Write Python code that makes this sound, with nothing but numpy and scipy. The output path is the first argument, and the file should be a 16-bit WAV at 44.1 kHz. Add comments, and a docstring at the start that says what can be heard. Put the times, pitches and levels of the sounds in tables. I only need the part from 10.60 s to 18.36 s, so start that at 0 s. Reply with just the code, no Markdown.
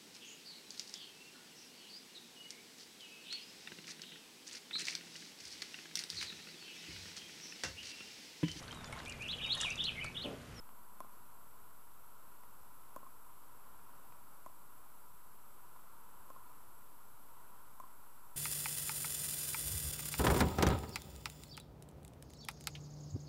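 """A steady wash of distant town, a faint fading motor and the high hiss of a small camera on the ground.
Over them comes a slow pickleball rally on an outdoor court, far and near player in turn.
The hollow plastic ball ticks on the court, then pops off a paddle: each impact excites damped modes
and a burst of noise. A wall and a fence reflect each pop, and scattering adds a thin, dull tail."""
import sys
import numpy as np
from scipy import signal
from scipy.fft import rfft, irfft
from scipy.io import wavfile

SR = 44100
rng = np.random.default_rng(int(sys.argv[2]) if len(sys.argv) > 2 else 0)


def bounce(signal):
    """Save signal as a 16-bit WAV file at the path given by the first command-line argument."""
    frames = np.transpose(np.atleast_2d(signal))
    limited = np.clip(frames, -1, 1)
    pcm = np.round(limited * 32767).astype(np.int16)
    wavfile.write(sys.argv[1], SR, pcm)


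N = 342216
TIME, RING_TIME = np.arange(N) / SR, np.arange(4096) / SR


def gain_of(db):
    """Amplitude grows tenfold every 20 dB."""
    return 10 ** (np.asarray(db) / 20)


def unit_rms(x):
    """Normalisation to a mean power of one."""
    return x / np.sqrt(np.mean(x ** 2) + 1e-20)


def coloured(x, spectrum):
    """Spectral shaping: gains in dB, interpolated on a log-frequency axis."""
    hz, db = np.transpose(spectrum)
    bins = np.fft.rfftfreq(len(x), 1 / SR)
    curve_db = np.interp(np.log(bins + 1), np.log(hz + 1), db)
    return irfft(rfft(x) * gain_of(curve_db), len(x))


def white():
    """White noise has a flat density, here 0 dB per Hz."""
    return rng.standard_normal(N) * np.sqrt(SR / 2)


def lowpass(x, hz):
    """A second-order filter loses 12 dB per octave above its cutoff."""
    return signal.sosfilt(signal.butter(2, hz, fs=SR, output="sos"), x)


def decay(t60, t=RING_TIME):
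    """Exponential damping: 60 dB lost in t60 seconds."""
    return np.exp(-np.log(1000) * t / t60)


def mode(hz, t60, contact_s=0.00022):
    """A damped oscillator builds up during contact, then rings freely."""
    return np.cos(2 * np.pi * hz * RING_TIME) * decay(t60) * (1 - np.exp(-RING_TIME / contact_s))


def burst(spectrum, t60):
    """A broadband transient: coloured noise under exponential damping."""
    return unit_rms(coloured(rng.standard_normal(len(RING_TIME)), spectrum)) * decay(t60)


# The town's spectrum. Each row: frequency in Hz, density in dB per Hz.
TOWN_SPECTRUM = [(20, -95.5), (90, -95), (240, -98), (420, -100), (720, -100), (860, -95.5), (970, -88.5),
                 (1160, -94.5), (1380, -93.5), (1680, -107), (2100, -111), (2700, -112), (4000, -119),
                 (9000, -130)]
def town(swell_db=-0.56):
    """Far traffic sums incoherently to a gently swelling noise, with tyre roar near 1 kHz."""
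    waves = [np.sin(2 * np.pi * (hz * TIME + rng.random())) / np.sqrt(hz)
             for hz in np.geomspace(.3, 6, 10)]
    return coloured(white(), TOWN_SPECTRUM) * gain_of(swell_db * unit_rms(sum(waves)))


def far_motor(hum_hz=224, waver_hz=4, start_db=-77, fade_db_per_s2=-11):
    """Random frequency modulation makes a faint hum unsteady; it fades ever faster."""
    knots = np.arange(0, N / SR, 0.1)
    hz = hum_hz + waver_hz * np.interp(TIME, knots, rng.standard_normal(len(knots)))
    level = gain_of(start_db + fade_db_per_s2 * TIME ** 2)
    return np.sqrt(2) * level * np.sin(2 * np.pi * np.cumsum(hz) / SR)


# Humps in the hiss. Each row: centre in Hz, width in Hz, peak density in dB per Hz.
HISS_HUMPS = [(7886, 316, -106.5), (8750, 60, -105.5), (11304, 475, -100.3), (12440, 270, -105),
              (13100, 15, -103), (12960, 62, -102.5), (13360, 340, -103.5), (14700, 240, -106)]
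# Electronic whines. Each row: frequency in Hz, rms level in dB.
WHINE_TONES = [(7000, -104), (10000, -102), (14000, -95), (15000, -94)]
def camera_hiss(floor_db=-115):
    """Electronic self-noise: a flat floor and treble humps add in power, beside a few thin whines."""
    bins = np.fft.rfftfreq(N, 1 / SR)
    humps = sum(gain_of(db) ** 2 * np.exp(-.5 * ((bins - centre) / width) ** 2)
                for centre, width, db in HISS_HUMPS)
    hiss = irfft(rfft(white()) * np.sqrt(gain_of(floor_db) ** 2 + humps), N)
    whines = sum(np.sqrt(2) * gain_of(db) * np.sin(2 * np.pi * hz * TIME) for hz, db in WHINE_TONES)
    return hiss + whines


# The spectrum of a hard contact. Each row: frequency in Hz, relative level in dB.
CRACK_SPECTRUM = [(800, -16), (1600, -7), (3500, -12), (5700, -4), (6600, -6), (8800, -12), (10500, 3),
                  (12200, 2), (13700, -8), (15100, 3.5)]
def crack(t60=0.0086):
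    """A brief contact spreads its energy far into the treble."""
    return burst(CRACK_SPECTRUM, t60)


# The tick of plastic on the court. Each row: frequency in Hz, relative level in dB.
TICK_SPECTRUM = [(300, -21), (1200, -7), (2300, 0.5), (3500, -6), (6000, -16), (15000, -22)]
# The ball's landings. Each row: start in seconds, then levels of ring, tick and hard edge in dB,
# each before its trim.
LANDINGS = [(0.091, -45, -67, -56), (1.836, -45.5, -66, -63), (3.523, -51, -63, -64),
            (5.162, -45.5, -71, -62)]
def bounces(ring_hz=1015, ring_trim_db=2, tick_trim_db=2, edge_trim_db=-3):
    """Impact on a rigid court: only the ball vibrates, with a light tick and a few cycles of ring."""
    out = np.zeros(N)
    for start, ring_db, tick_db, edge_db in LANDINGS:
        ring = gain_of(ring_db + ring_trim_db) * mode(ring_hz, t60=0.011)
        tick = gain_of(tick_db + tick_trim_db) * burst(TICK_SPECTRUM, t60=0.016)
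        edge = gain_of(edge_db + edge_trim_db) * crack(t60=0.0098)
        add(out, start, ring + tick + edge)
    return out


def add(mix, start, sound):
    """Superposition: a sound adds to the mix from its start in seconds."""
    part = mix[max(round(start * SR), 0):][:len(sound)]
    part += sound[:len(part)]


def scatter(x, wet_db=-15, t60=0.5, dull_hz=2500, echoes_per_s=1500):
    """Diffuse scattering: fences and trees return a thin, dull tail."""
    t = np.arange(SR // 2) / SR
    taps = rng.standard_normal(len(t)) * (rng.random(len(t)) < echoes_per_s / SR) * decay(t60, t)
    tail = signal.fftconvolve(x, taps / np.linalg.norm(taps))[:N]
    return gain_of(wet_db) * lowpass(tail, dull_hz)


# Upper modes of ball and paddle. Each row: frequency in Hz, dB against the main ring, t60 in seconds.
UPPER_MODES = [(1176, -11, 0.051), (1900, -20, 0.011), (2660, -26, 0.015), (4600, -30, 0.0093),
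               (6610, -22.5, 0.012)]
def ball(ring_hz, cutoff_s=0.014):
    """Shell resonance: the hollow ball's main ring dies ever faster, beneath short upper modes."""
    ring = mode(ring_hz, t60=0.047, contact_s=0.0012) * np.exp(-(RING_TIME / cutoff_s) ** 4)
    return ring + sum(gain_of(db) * mode(hz, t60) for hz, db, t60 in UPPER_MODES)


# Low modes of the face. Each row: frequency in Hz at pitch factor 1, relative level in dB, t60 in seconds.
FACE_MODES = [(236, -20, 0.014), (335, -6, 0.018), (630, 1, 0.013)]
def paddle_face(pitch, lowest_hz=170):
    """Plate modes give a short, low knock; so small a radiator sheds little bass."""
    knock = sum(gain_of(db) * mode(hz * pitch, t60) for hz, db, t60 in FACE_MODES)
    return signal.sosfilt(signal.butter(2, lowest_hz, "high", fs=SR, output="sos"), knock)


def reflection(sound, dull_hz=2200, rise_s=0.00056):
    """Rough-surface reflection loses treble, and its many path lengths soften the attack."""
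    return (1 - np.exp(-RING_TIME / rise_s)) * lowpass(sound, dull_hz)


# The paddles, far then near. Each row: pitch factor of the face, contact in seconds, ball's ring in Hz.
PLAYER_PADDLES = [(0.96, 0.001327, 1035), (0.87, .0017, 1054)]
# Echo paths, far player then near. Each row: gain of the knock within the wall's echo in dB,
# gain of the fence's echo in dB, its delay in seconds.
ECHO_PATHS = [(2, -14, 0.063), (-3.5, -6.5, .1035)]
# The strokes, far and near in turn. Each row: start in seconds, strength in dB, extra knock in dB,
# delay of the wall's echo in seconds, its gain in dB.
RALLY_STROKES = [(0.4036, 0.5, 0, 0.042, -10), (2.3615, 0.5, 1.5, 0.0678, -7), (3.8615, -3, 0, 0.035, -12),
                 (5.7013, -4.5, -0.5, 0.0607, -1.5), (7.1995, -1, -7.5, 0.037, -5)]
def strokes(ball_db=-37.5, knock_db=-39, crack_db=-46.5, release_db=-4, fence_knock_db=-15):
    """Impact excitation: the ball cracks and rings, the face knocks on release, wall and fence echo."""
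    out = np.zeros(N)
    for turn, (start, strength_db, face_db, wall_delay, wall_db) in enumerate(RALLY_STROKES):
        pitch, contact_s, ring_hz = PLAYER_PADDLES[turn % 2]
        wall_knock_db, fence_db, fence_delay = ECHO_PATHS[turn % 2]
        ring = gain_of(ball_db + strength_db) * ball(ring_hz)
        knock = gain_of(knock_db + strength_db + face_db) * paddle_face(pitch)
        # Harder strokes are brighter, glancing ones rounder.
        crack_gain = gain_of(crack_db + 1.5 * strength_db + 0.3 * face_db)
        add(out, start, crack_gain * crack())
        add(out, start + 0.0005, ring)
        add(out, start + contact_s, knock + crack_gain * gain_of(release_db) * crack())
        wall_echo = reflection(ring + gain_of(wall_knock_db) * knock)
        fence_echo = reflection(ring + gain_of(fence_knock_db) * knock)  # most knock passes through
        add(out, start + wall_delay, gain_of(wall_db) * wall_echo)
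        add(out, start + fence_delay, gain_of(fence_db) * fence_echo)
    return out


def scene():
    """The rally, its scattered tail and the background superpose in one channel."""
    rally = bounces() + strokes()
    return (town() + far_motor() + camera_hiss() + rally + scatter(rally))[None]


def record(dry, offset=-0.0044, edge_hz=15330):
    """Band limiting: the camera adds a small constant offset and cuts the highest treble."""
    band_limit = signal.firwin(1023, edge_hz, window=("kaiser", 9), fs=SR)
    return signal.oaconvolve(dry + offset, band_limit[None], "same")


dry = scene()
out = record(dry)
bounce(out)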